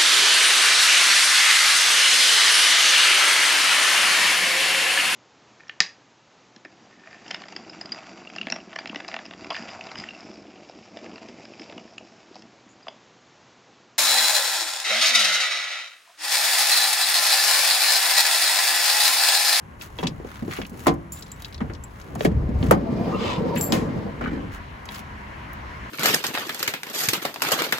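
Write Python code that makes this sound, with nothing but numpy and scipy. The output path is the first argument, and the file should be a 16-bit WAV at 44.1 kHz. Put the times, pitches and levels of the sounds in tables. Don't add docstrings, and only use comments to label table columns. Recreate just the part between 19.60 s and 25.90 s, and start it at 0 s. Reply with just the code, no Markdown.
import sys
import numpy as np
from scipy import signal
from scipy.io import wavfile

SR = 44100
rng = np.random.default_rng(int(sys.argv[2]) if len(sys.argv) > 2 else 0)


def waveform_to_disk(signal):
    frames = np.transpose(np.atleast_2d(signal))
    scaled = np.clip(frames, -1, 1) * 32767
    samples = np.round(scaled).astype(np.int16)
    wavfile.write(sys.argv[1], SR, samples)


N = 277830
TIME = np.arange(N) / SR
CUTOFF_HZ = 16000
BAND_EDGES_HZ = np.geomspace(22, CUTOFF_HZ, 21)

# (frequency [Hz], left-right correlation)
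CORRELATION = [(40, 1), (150, 0.91), (300, 0.63), (600, 0.022), (1000, -0.22), (1500, -0.24), (2500, 0.43),
               (5000, 0.2), (8000, 0.88), (15000, 0.043)]
# (frequency [Hz], left minus right [dB])
BALANCE = [(100, 1), (400, 1.5), (700, 2.5), (1200, 0.5), (2500, 2), (5000, 5.5), (7500, 1), (15000, -1)]
# (centre [Hz], width [Hz], gain [dB])
MID_EQ = [(9000, 4000, -126), (13400, 1650, -19)]
SIDE_EQ = [(7560, 2700, -6.5), (8700, 720, 9), (10700, 2000, -7), (13000, 1000, 5), (15300, 1600, -31)]

# (frequency [Hz], level [dB])
STREET_SPECTRUM = [(22, -29), (45, -5), (80, -2), (209, -11.5), (625, -21.5), (1050, -18), (4630, -62),
                   (7390, -41), (8250, -46), (9200, -51), (10600, -30), (12100, -41), (13100, -56),
                   (15500, -36)]
TRAFFIC_SPECTRUM = [(30, -27), (55, 9), (100, -2), (160, -5), (260, -8.5), (450, -12.5), (700, -9),
                    (1050, -8), (1900, -10), (4000, -28), (7500, -35.5), (12000, -46)]
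# (time [s], level [dB])
TRAFFIC_SWELL = [(0, -51), (2.4, -49), (4.3, -41.5), (5.0, -42), (6.3, -38)]
# (centre [Hz], width [Hz], gain [dB])
BAY_EQ = [(103, 12, -4), (964, 12, 9.5), (1071, 24, 8.5), (1655, 29, 3.5), (1830, 570, 1)]

# (start [s], length [s], level [dB], tilt [dB/octave])
SCUFFS = [(0.187, 0.095, -44, 1), (0.364, 0.1, -49, 0), (0.613, 0.26, -51.5, -2.5),
          (0.865, 0.18, -42.5, -0.5), (1.134, 0.18, -49, 2), (1.508, 0.13, -51.5, 3),
          (1.72, 0.28, -57.5, 1.5), (2.573, 0.12, -41, 0), (2.96, 0.22, -47, -1), (4.912, 0.075, -47, -1),
          (5.27, 0.16, -44.5, 0)]
# (frequency [Hz], level [dB])
SCUFF_SPECTRUM = [(500, -9), (1200, 7.5), (2500, 0.5), (5000, -6.5), (8000, -2.5), (15500, -8.5)]
STEPPING_S, STILL_S = (0.27, 2.6), (1.33, 1.6)
# (time [s], level [dB], lowest mode [Hz], top three modes' gain [dB], ring length [x])
JINGLES = [(1.521, -37, 7150, -26, 1.3), (1.596, -48, 7670, -16, .2), (1.7174, -38, 7310, -9, 0.34),
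           (2.2384, -37, 7430, -6, 0.2), (3.974, -33, 7280, -16, 0.35), (3.982, -39.5, 7400, 9.5, 0.73),
           (4.011, -23, 7400, -4, 0.34), (4.026, -37.5, 7375, 14, 0.94), (4.039, -40, 7375, 12.5, 0.8),
           (4.053, -40, 7400, 0, 1.2)]
KEY_HZ = [7375, 7820, 12020, 12081, 12875]
# (level [dB], t60 [s])
KEY_MODES = [(7.5, 0.18), (-1, 0.29), (1.5, 0.13), (-13, 0.18), (1, 0.15)]
# (time [s], level [dB], centre [Hz], t60 [s])
CLICKS = [(.2114, -28, 3100, 0.036), (.4695, -22, 4500, .055), (.9108, -21, 1900, 0.011),
          (.924, -23, 2100, 0.0073), (.9342, -25.5, 2600, .012), (.935, -30, 7500, .03),
          (.9705, -23.5, 2190, .016), (1.0153, -19.5, 1900, .012), (1.0515, -26.5, 2260, 0.012),
          (1.065, -35, 9000, 0.032), (1.096, -38, 10100, .04), (1.259, -21, 1180, 0.082),
          (1.2685, -13, 950, 0.038), (1.2795, -22, 2800, .07), (1.339, -41, 9000, .03),
          (1.521, -26, 13100, .12), (1.6242, -31, 5650, 0.031), (1.821, -28, 9000, 0.011),
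          (1.8468, -30.5, 3700, .03), (1.9445, -30, 3700, 0.017), (2.149, -39, 3700, .04),
          (2.005, -28, 1450, 0.094), (2.097, -33.5, 1450, 0.098), (2.5523, -30, 7200, 0.014),
          (3.0273, -20, 2390, 0.0091), (3.956, -31, 11000, 0.076), (4.0098, -16, 11000, .014),
          (4.018, -31, 10500, 0.22), (4.0235, -20, 14500, .008), (3.96, -25, 2100, 0.18),
          (4.123, -23, 2090, 0.1), (4.1222, -9.5, 4870, 0.0087), (4.1226, -27, 12600, 0.18),
          (5.2551, -35.5, 7000, 0.026), (5.3455, -34, 6000, .03), (5.9322, -32, 11000, .009)]
# (time [s], level [dB], centre [Hz])
CLATTER = [(4.609, -20.5, 1400), (4.64, -26, 2180), (4.658, -18, 1450), (4.682, -30, 1600),
           (4.71, -30, 1370)]

# (time [s], ring [dB], snap [dB])
CLACKS = [(.387, -25, -25.5), (.428, -36, -31), (0.4352, -27, -27), (0.469, -31, -14), (1.017, -37, -24),
          (2.607, -33, -23), (2.656, -31, -21), (5.2887, -34, -25), (5.36, -39, -28)]
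# (time [s], level [dB])
RATTLES = [(1.5714, -47), (1.6231, -43), (1.7168, -53), (1.8214, -45), (1.8461, -32), (1.857, -45),
           (1.926, -43), (1.9448, -41), (1.979, -43)]
HELD_S = (1.52, 2.0)
# (start [s], length [s], level [dB], pitch [x])
SCRAPES = [(0.384, 0.032, -41, 1.1), (.43, 0.036, -40.5, 1.08), (.9, .045, -39.5, 1.03),
           (.945, 0.042, -41, 1.05), (1.014, 0.028, -45.5, 1), (4.608, .09, -36.5, .7),
           (4.679, 0.12, -45.5, 0.73)]
# (centre [Hz], width [Hz], level [dB])
LOCK_MODES = [(770, 50, -5), (1130, 91, 1), (1410, 72, -4), (1840, 60, 0), (2123, 55, 0), (2416, 70, 0.5),
              (2700, 86, -2.5), (3270, 59, -4.5), (4280, 180, -8), (5440, 300, -13)]
# (time [s], level [dB], ring length [x])
LATCH_HITS = [(1.2695, -16.5, 1)]
ARM_HITS = [(2.608, -17, .4), (2.6515, -13, .85)]
# (frequency [Hz], level [dB], t60 [s])
HANDLE_MODES = [(960, -8, 0.077), (1956, -15, 0.071), (2740, -19, 0.033), (3290, -6.5, 0.069),
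                (4540, -21, .03)]
LINKAGE_MODES = [(2600, -1, .015), (3280, -7, .025), (3690, -4, .02), (3930, -2, 0.053), (4520, -3, .018),
                 (5000, -13, .015), (6700, -13, .015)]
PILLAR_MODES = [(166, -10, 0.72), (284, -2, 0.39), (336.5, -5, 0.37), (400, -13, .1), (462, -2, 0.17),
                (636, 2, 0.14), (697, -2, 0.17), (748, -1, .14), (1027, 0, 0.16), (1172, 0, 0.14),
                (2110, -12, 0.13)]
ARM_MODES = [(436, -3, 0.19), (591, -1, 0.1), (656, -5, 0.055), (1690, -10.5, 0.063), (1840, -10.5, 0.085)]
PANEL_MODES = [(120, -26, .3), (168.3, -4, 0.46), (187.6, -8, .2), (242.7, -5, 0.16), (281.6, -3, 0.49),
               (333.5, 0, 0.25), (452.5, -1.5, 0.27), (513, -1, 0.099), (594, -6, 0.14), (660.3, -2.5, .17),
               (756, -4, 0.25), (899, -2, 0.15), (947, -7.5, .15), (1021, -3.5, 0.19), (1172, -6, 0.18),
               (1330, -9.5, 0.19), (1840, -16, .17), (2416, -6, 0.17)]

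# (peak time [s], fade to 1/e [s], pitch [Hz], glide [Hz/s], level [dB])
RAIL_TONES = [(3.55, 0.033, 1224, 500, -31.5), (3.65, 0.052, 1190, -1, -35),
              (3.55, 0.027, 2750, -1000, -43.5), (3.66, .06, 2280, 0, -46), (3.69, 0.045, 2600, -1500, -41),
              (3.71, 0.051, 3640, 1, -46), (4, 0.081, 4500, -1, -51.5), (3.42, 0.084, 670, 148, -34),
              (3.55, .035, 1075, -3, -36), (3.76, .06, 945, -400, -39), (3.94, 0.044, 940, 800.5, -36),
              (3.91, 0.051, 440, 500, -31)]
# (centre [Hz], width [Hz], gain [dB])
RAIL_EQ = [(1330, 36, 8.5), (2850, 80, 5.5), (3060, 65, 7.5), (3480, 110, 6), (4000, 81, 3)]
# (frequency [Hz], level [dB])
ROLLER_MODES = [(150, -2), (193, 1), (236, 0), (320, -3), (455, -4), (555, -5), (662, -8), (885, -11),
                (1025, -10)]
# (time [s], level [dB])
ROLLER_SHAKE = [(2.45, -35.5), (2.54, -36.5), (2.78, -30.5), (3.2, -28), (3.39, -27.5), (3.61, -28.5),
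                (3.83, -26.5), (4.04, -28.5), (4.23, -32.5), (4.41, -32), (4.7, -41), (4.91, -47),
                (5.05, -60)]
# (time [s], speed [x])
DOOR_SPEED = [(2.5, 0.26), (3.2, 0.53), (3.5, 1.07), (4.0, 0.97), (4.6, 0.73), (4.9, 0.28)]
# (peak time [s], level [dB])
BOOMS = [(.48, -38), (2.05, -32), (2.76, -24), (3.0, -24.5), (4.66, -33), (4.89, -34.5)]
# (frequency [Hz], level [dB])
ROLL_SPECTRUM = [(100, -0.5), (150, 3), (260, -1), (380, -3), (560, -6), (800, -12.5), (1200, -15),
                 (1800, -34), (3000, -28), (6000, -38.5), (15500, -46)]
RUMBLE_SPECTRUM = [(25, -4), (42, -3), (70, 5.5), (110, 0.5), (150, -2.5)]
SEAL_SPECTRUM = [(900, 13.5), (1300, -1.5), (1800, -5.5), (3200, 2.5), (5000, -15), (7500, -10.5),
                 (11000, -46)]
SHELL_SPECTRUM = [(40, -15), (90, -1.5), (200, 1.5), (500, -4), (1000, -2), (2000, -19), (4000, -14.5)]
CRACK_SPECTRUM = [(900, 1.5), (2000, 1), (3300, -1), (5500, -10.5), (8000, 0), (15500, -31)]
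# (frequency [Hz], t60 [s])
SHELL_T60 = [(50, 0.66), (200, 0.4), (500, 0.34), (1200, 0.26), (4000, 0.18)]
# (centre [Hz], width [Hz], gain [dB])
DOOR_EQ = [(60, 27, 3.5), (142.5, 8.6, 1), (256, 46, 2.5), (354, 35, -3), (496.3, 18.4, 6), (640, 5, 1),
           (737, 27, 1.5), (1073, 20, 2), (1240, 39, 1.5), (1860, 130, 7), (2154, 95, 5.5), (2850, 19, -12),
           (4950, 370, 6.5)]
# (time [s], thud [dB], thud pitch [Hz], ring length [x])
KNOCKS = [(.3905, -24, 468, 0.74), (.4295, -14.5, 900, 0.68), (0.4314, -17, 420, 0.63),
          (.447, -16.5, 280, 0.81), (.457, -18.5, 132, 1.9), (.6, -25, 354, 0.47), (.648, -23, 424, 0.35),
          (.823, -15.5, 222, 0.69), (.879, -18, 333, 0.54), (0.9876, -15, 384, 0.55),
          (1.115, -28.5, 210, 5.5), (2.004, -26, 760, 1.15), (2.014, -14, 225, 0.62), (2.033, -27, 66, 1.4),
          (2.099, -28, 332, 1.04), (2.556, -20, 710, 0.34), (2.672, -10, 163, 1.05),
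          (2.716, -13, 215, 0.43), (2.742, -16, 66.4, .6), (2.89, -14.5, 203, 0.48), (2.945, -12, 87, 1.7),
          (3.029, -9.5, 264, 1.5), (3.085, -6.5, 143, 1.6), (3.1165, -6, 590, 0.66),
          (3.141, -11, 567, 0.41), (3.174, -15, 186, 0.51), (3.321, -12.5, 206, 1.2),
          (3.368, -22, 160, 0.65), (3.409, -11.5, 207, 0.45), (3.594, -19, 238, .8),
          (3.781, -14.5, 190, 0.73), (3.818, -13, 170, 0.9), (3.864, -13.5, 236, 0.65),
          (3.965, -14.5, 240, 0.92), (4.221, -18, 239, 0.81), (4.36, -19, 190.4, 0.69),
          (4.611, -20, 724, 0.74), (4.638, -17, 240, 0.6), (4.672, -17.5, 247, 0.69),
          (4.718, -20, 300, 0.66), (4.731, -17, 270, 1.4), (4.767, -25, 302, .8), (4.793, -27, 298, 1.06),
          (4.832, -25, 290, 1)]
# (time [s], thud [dB], thud pitch [Hz], strike [dB], strike pitch [Hz],
# rebound [dB], rebound pitch [Hz], crack [dB], snap [dB], ring length [x])
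CLUNKS = [(1.268, -9.5, 255, -2.5, 1030, -7, 640, -23.5, -13, 0.92),
          (2.649, -5, 261, -8.5, 437, -17, 610, -27, -23, 0.62),
          (3.1099, 6, 542, 4, 1240, -10, 1060, -25, -7.5, 0.67),
          (4.122, -7.5, 215, -16, 880, -14, 450, -27.5, -25, 2.75)]


def from_db(db):
    return 10 ** (np.asarray(db) / 20)


def at_time(points, s=TIME):
    return np.interp(s, *np.transpose(points))


def at_hz(points, hz):
    freqs, values = np.transpose(points)
    return np.interp(np.log(hz), np.log(freqs), values)


def stereo_lag(hz):
    return np.arccos(np.clip(at_hz(CORRELATION, hz), -1, 1))


def drift(rate_hz):
    pole = np.exp(-80 * np.pi * rate_hz / SR)
    white = rng.standard_normal(N // 40 + 2002)
    slow = signal.lfilter([1], [1, -2 * pole, pole * pole], white)[2000:]
    return np.interp(np.arange(N) / 40, np.arange(len(slow)), slow / slow.std())


def decays(times, gains, t60s):
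    power = np.zeros(N)
    for s, gain, t60 in zip(times, gains, t60s):
        span = slice(int(s * SR), int((s + 1.5 * t60) * SR))
        power[span] += gain ** 2 * np.exp(-2 * np.log(1000) * (TIME[span] - s) / t60)
    return np.sqrt(power)


def add_mode(out, s, hz, gain, t60, lag, rise_cycles=0.033):
    span = slice(int(s * SR) + 1, int((s + 1.5 * t60) * SR))
    age = TIME[span] - s
    envelope = (1 - np.exp(-hz * age / rise_cycles)) * np.exp(-np.log(1000) * age / t60)
    out[:, span] += gain * envelope * np.sin(2 * np.pi * hz * age - np.array([[0], [lag]]))


def band_noise(spectrum, envelope):
    white, out, power = rng.standard_normal((2, 2, N)), np.zeros((2, N)), 0
    for k, (low, high) in enumerate(zip(BAND_EDGES_HZ, BAND_EDGES_HZ[1:])):
        if high < spectrum[0][0] or low > spectrum[-1][0]:
            continue
        hz = np.sqrt(low * high)
        gain, alike = from_db(at_hz(spectrum, hz)), np.clip(at_hz(CORRELATION, hz), -1, 1)
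        band = signal.butter(2, [low, high], "band", fs=SR, output="sos")
        mid, side = gain * signal.sosfilt(band, white[k % 2] * envelope(hz))
        mid, side = np.sqrt(1 + alike) * mid, np.sqrt(1 - alike) * side
        lean = from_db(at_hz(BALANCE, hz) / 2)
        out += [(mid + side) * lean, (mid - side) / lean]
        power += 2 * gain ** 2 * (high - low) / (SR / 2)
    return out / np.sqrt(power)


def bandpass(x, hz, q):
    return signal.lfilter(*signal.iirpeak(hz, q, fs=SR), x)


def equalise(x, peaks):
    for hz, width, db in peaks:
        x = x + (from_db(db) - 1) * bandpass(x, hz, hz / width)
    return x


def reflected(x, delays_s, levels_db):
    return x + sum(from_db(db) * np.pad(x, ((0, 0), (int(s * SR), 0)))[:, :N]
                   for s, db in zip(delays_s, levels_db))


def street(bed_db=-43, waver_db=1.47):
    bed = from_db(bed_db) * band_noise(STREET_SPECTRUM, lambda hz: 1)
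    swell = from_db(at_time(TRAFFIC_SWELL))
    tyres = band_noise(TRAFFIC_SPECTRUM, lambda hz: swell * from_db(waver_db * drift(9.4)))
    return bed + equalise(tyres, BAY_EQ)


def drone(hz=206, width_hz=12, under_traffic_db=10):
    tone = bandpass(rng.standard_normal(N), hz, hz / width_hz)
    return tone / tone.std() * from_db(at_time(TRAFFIC_SWELL) - under_traffic_db)


def scuffs(rustle_db=-61, pivot_hz=4000, grit_per_s=170, grit_db=5.5, grit_t60=0.0091):
    starts, lengths, db, tilt = np.transpose(SCUFFS)
    strokes = np.array([np.abs(np.sin(np.pi * np.clip((TIME - s) / length, 0, 1))) ** 1.03
                        for s, length in zip(starts, lengths)])
    stepping = (TIME > STEPPING_S[0]) & (TIME < STEPPING_S[1])
    still = (TIME >= STILL_S[0]) & (TIME <= STILL_S[1])
    rustle = from_db(rustle_db + 3 * drift(2.4)) * (stepping & ~still)
    cracks = (rng.random(N) < grit_per_s / SR) * np.minimum(rng.exponential(1, N), 2)
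    grit = signal.lfilter([1], [1, -np.exp(-np.log(1000) / (grit_t60 * SR))], cracks)
    texture = from_db(0.5 * drift(230)) + from_db(grit_db) * grit
    def envelope(hz):
        return texture * np.hypot(rustle, from_db(db + tilt * np.log2(hz / pivot_hz)) @ strokes)
    return band_noise(SCUFF_SPECTRUM, envelope)


def stray_ticks(count=40, per_s=7.8, db=-47, spread_db=6, hz=4930, t60=0.03):
    times = STEPPING_S[0] + np.cumsum(rng.exponential(1, count)) / per_s
    return [(s, db - spread_db * soft, hz * 2 ** (high / 2), t60)
            for s, (soft, high) in zip(times, rng.standard_normal((count, 2)))
            if s < STEPPING_S[1] and not STILL_S[0] < s < STILL_S[1]]


def keys(chatter_db=-20, chatter_t60=0.19, swing_db=3):
    out, age = np.zeros((2, N)), np.arange(SR // 2) / SR
    for s, db, pitch_hz, upper_db, length in JINGLES:
        fade = from_db(chatter_db - 60 * age / (chatter_t60 * length))
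        touches = fade * rng.standard_normal((2, len(age))) * (rng.random(len(age)) < .1)
        touches[:, 0] = 1
        at = int(s * SR)
        for k, (hz, (mode_db, t60)) in enumerate(zip(KEY_HZ, KEY_MODES)):
            pole = np.exp(-np.log(1000) / (t60 * length * SR))
            angle = 2 * np.pi * hz * pitch_hz / KEY_HZ[0] / SR
            ring = signal.lfilter([0, np.sin(angle)], [1, -2 * pole * np.cos(angle), pole ** 2], touches)
            waver_db = swing_db * (drift(70)[:len(age)] - .5)
            out[:, at:at + len(age)] += from_db(db + mode_db + upper_db * (k >= 2) + waver_db) * ring
    return out


def snaps(clack_hz=2740, tap_hz=3870, steel_hz=10200):
    small = list(CLICKS) + stray_ticks()
    small += [(s, snap_db, clack_hz, 0.016) for s, _, snap_db in CLACKS]
    small += [(s, db + 3, tap_hz, 0.016) for s, db in RATTLES]
    steel = [(s, snap_db) for s, *_, snap_db, ring in CLUNKS] + [(s, db - 1) for s, db, *_ in JINGLES]
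    return ([(s, db, hz, t60, 0.56 * (hz / clack_hz) ** 0.16) for s, db, hz, t60 in small]
            + [(s, db, steel_hz, 0.028, 0.35) for s, db in steel]
            + [(s, db, hz, 0.054, 0.24) for s, db, hz in CLATTER])


def clicks(scatter_db=-24, scatter_t60=0.13):
    s, db, centre_hz, t60, octaves = np.transpose(snaps())
    def envelope(hz):
        bell = np.exp(-.5 * (np.log2(hz / centre_hz) / octaves) ** 2)
        gain = from_db(db) * bell * np.sqrt(CUTOFF_HZ / (2 * centre_hz))
        return decays(s, gain, t60) + decays(s, gain * from_db(scatter_db), np.full(len(s), scatter_t60))
    return band_noise([(700, 0), (CUTOFF_HZ, 0)], envelope)


def linkage(taps=3, bounce_s=0.0047, loss_db=4, detune=0.035, chatter_per_s=35, chatter_db=-53):
    chatter = HELD_S[0] + np.cumsum(rng.exponential(1, 40)) / chatter_per_s
    out = np.zeros((2, N))
    for s, db in list(RATTLES) + [(s, chatter_db) for s in chatter]:
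        for k, (late, shift, *strengths) in enumerate(rng.standard_normal((taps, 2 + len(LINKAGE_MODES)))):
            if s < HELD_S[1]:
                tap_s = s + k * bounce_s * 2 ** (late / 2)
                for (hz, mode_db, t60), strength in zip(LINKAGE_MODES, strengths):
                    gain = strength * from_db(db + mode_db - k * loss_db)
                    add_mode(out, tap_s, hz * (1 + detune * shift), gain, t60, lag=0.84)
    return out * from_db([[2], [-2]])


def handle(spread_db=2):
    out = np.zeros((2, N))
    for s, db, _ in CLACKS:
        for hz, mode_db, t60 in HANDLE_MODES:
            add_mode(out, s, hz, from_db(db + mode_db + spread_db * rng.standard_normal()), t60, lag=0.19)
    return out


def scrapes(slips_per_s=420, spread_db=3, stereo_width=0.66):
    out = np.zeros((2, N))
    for s, length, db, pitch in SCRAPES:
        age = np.arange(int(2 * length * SR)) / SR
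        stroke = np.abs(np.sin(np.pi * np.minimum(age / length, 1))) ** 0.4
        slips = stroke * (rng.random(len(age)) < slips_per_s / SR)
        slips *= from_db(spread_db * rng.standard_normal(len(age)))
        ring = 0
        for hz, width, mode_db in LOCK_MODES:
            mid, side = slips * rng.standard_normal((2, len(age)))
            drive = [mid + stereo_width * side, mid - stereo_width * side]
            ring = ring + from_db(mode_db) / np.sqrt(width) * bandpass(drive, hz * pitch, hz / width)
        at = int(s * SR)
        out[:, at:at + len(age)] += from_db(db) * ring / np.sqrt(2 * np.mean(ring ** 2) + 1e-20)
    return out


def struck_part(hits, modes, spread_db=1.5):
    out = np.zeros((2, N))
    for s, db, length in hits:
        for k, (hz, mode_db, t60) in enumerate(modes):
            sign = (-1) ** ((k - 1) // 2)
            gain = sign * from_db(db + mode_db + spread_db * rng.standard_normal())
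            add_mode(out, s, hz, gain, t60 * length, sign * stereo_lag(hz))
    return out


def rail_song(width_hz=26, lag=0.71):
    out = np.zeros((2, N))
    for s, fade_s, hz, glide, db in RAIL_TONES:
        phase = 2 * np.pi * np.cumsum(hz + glide * np.clip(TIME - s, -.2, .2)) / SR
        swell = from_db(db) * np.exp(-((TIME - s) / fade_s) ** 2)
        tone = swell * (drift(width_hz) + 1j * drift(width_hz)) * np.exp(1j * phase)
        out += [tone.real, (tone * np.exp(-1j * lag)).real]
    return out


def jolts(count=120, span_s=(3.2, 4.6), per_s=54, lift_db=4.5, spread_db=3.5, detune=0.022, t60=0.17):
    out = np.zeros((2, N))
    times = span_s[0] + np.cumsum(rng.exponential(1, count)) / per_s
    modes = rng.integers(0, len(ROLLER_MODES), count)
    for s, mode, (loud, shift) in zip(times, modes, rng.standard_normal((count, 2))):
        if s < span_s[1]:
            hz, mode_db = ROLLER_MODES[mode]
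            db = at_time(ROLLER_SHAKE, s) + lift_db + mode_db + spread_db * np.clip(loud, -2, 1.5)
            lag = np.sign(shift) * stereo_lag(hz)
            add_mode(out, s, hz * (1 + detune * shift), from_db(db), t60, lag, rise_cycles=0.38)
    return out


def skin_booms(attack_s=0.1, t60=0.69):
    return sum(from_db(db) * np.exp(np.minimum((TIME - s) / attack_s, np.log(1000) * (s - TIME) / t60))
               for s, db in BOOMS)


def seal_rub(peak_s=3.675, db=-32.5, half_length_s=0.088):
    return from_db(db + 2.2 * drift(150)) / (1 + ((TIME - peak_s) / half_length_s) ** 4)


def sliding_door(roll_db=-1.5, bump_db=1.75, knee_hz=330, tilt_db=9, panel_db=-9, rumble_db=-19):
    speed = at_time(DOOR_SPEED)
    moving = np.interp(TIME, [2.40, 2.55, 4.9, 5.1], [0, 1, 1, 0])
    bumps = moving * from_db(at_time(ROLLER_SHAKE) + roll_db + bump_db * drift(13.7))
    def envelope(hz):
        octaves_up = np.clip(np.log2(hz / knee_hz), 0, 2)
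        return bumps * from_db(octaves_up * tilt_db * (speed - 1) + 2 * drift(23))
    roll = band_noise(ROLL_SPECTRUM, envelope)
    for hz, db, t60 in PANEL_MODES:
        pole, angle = np.exp(-np.log(1000) / (t60 * SR)), 2 * np.pi * hz / SR
        gain = 2 * np.sqrt(1 - pole) * from_db(db + panel_db + at_hz(ROLL_SPECTRUM, hz) / 2)
        shake = gain * bumps * speed * rng.standard_normal(N) + 1e-18
        roll += signal.lfilter([0, np.sin(angle)], [1, -2 * pole * np.cos(angle), pole ** 2], shake)
    low_swell, rub = np.hypot(skin_booms(), bumps * from_db(rumble_db)), seal_rub()
    rumble = band_noise(RUMBLE_SPECTRUM, lambda hz: low_swell)
    swish = equalise(band_noise(SEAL_SPECTRUM, lambda hz: rub), RAIL_EQ)
    return roll + rumble + swish


def contacts(landing_s=0.0037, rebound_s=0.0132, hard_hz=700, crack_db_per_octave=6.5):
    rows = [(s, db, hz, db - 26.5 + crack_db_per_octave * np.log2(hz / hard_hz), ring)
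            for s, db, hz, ring in KNOCKS]
    for s, db, hz, strike_db, strike_hz, rebound_db, rebound_hz, crack_db, _, ring in CLUNKS:
        rows += [(s, strike_db, strike_hz, crack_db, ring * 0.89),
                 (s + landing_s, db, hz, crack_db - 6, ring),
                 (s + rebound_s, rebound_db, rebound_hz, crack_db - 6, ring * 0.53)]
    return rows


def blows(thud_cycles=9, shell_db=-14.5, panel_db=-7, crack_t60=0.11, echo_db=-15, echo_t60=0.16):
    s, thud_db, thud_hz, crack_db, length = np.transpose(contacts())
    def drive(hz):
        return from_db(shell_db + 0.69 * thud_db) / np.sqrt(1 + (hz / (1.53 * thud_hz)) ** 4)
    tones = np.zeros((2, N))
    signs = np.sign(rng.standard_normal((len(s), len(PANEL_MODES))))
    for i, pitch in enumerate(thud_hz):
        softness = np.clip((thud_db[i] - crack_db[i]) / 50, .1, .8)
        thud = from_db(thud_db[i]) * (1 + softness)
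        add_mode(tones, s[i], pitch, thud, thud_cycles / pitch, stereo_lag(pitch), softness)
        for k, (hz, db, t60) in enumerate(PANEL_MODES):
            gain = signs[i, k] * drive(hz)[i] * from_db(db + panel_db)
            add_mode(tones, s[i], hz, gain, t60 * length[i], (-1) ** k * stereo_lag(hz))
    shell = band_noise(SHELL_SPECTRUM, lambda hz: decays(s, drive(hz), length * at_hz(SHELL_T60, hz)))
    crack = decays(s, from_db(crack_db), crack_t60 * length)
    echo = decays(s, from_db(crack_db + echo_db), echo_t60 * length)
    return tones + shell + band_noise(CRACK_SPECTRUM, lambda hz: crack + echo)


def scene(door_db=-1):
    door = from_db(door_db) * equalise(blows() + sliding_door() + jolts() + rail_song(), DOOR_EQ)
    door = reflected(door, delays_s=(0.0052, 0.0087), levels_db=(-19, -25))
    mechanism = handle() + linkage() + scrapes()
    mechanism += struck_part(LATCH_HITS, PILLAR_MODES) + struck_part(ARM_HITS, ARM_MODES)
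    foley = reflected(clicks() + scuffs(), delays_s=(0.0035, 0.0066), levels_db=(-11, -13))
    return door + mechanism + foley + keys() + street() + drone()


def record(dry):
    mid = equalise((dry[0] + dry[1]) / 2, MID_EQ)
    side = equalise((dry[0] - dry[1]) / 2, SIDE_EQ)
    rounded = np.tanh(np.array([mid + side, mid - side]))
    return signal.sosfilt(signal.ellip(10, .2, 80, CUTOFF_HZ, fs=SR, output="sos"), rounded)


dry = scene()
out = record(dry)
waveform_to_disk(out)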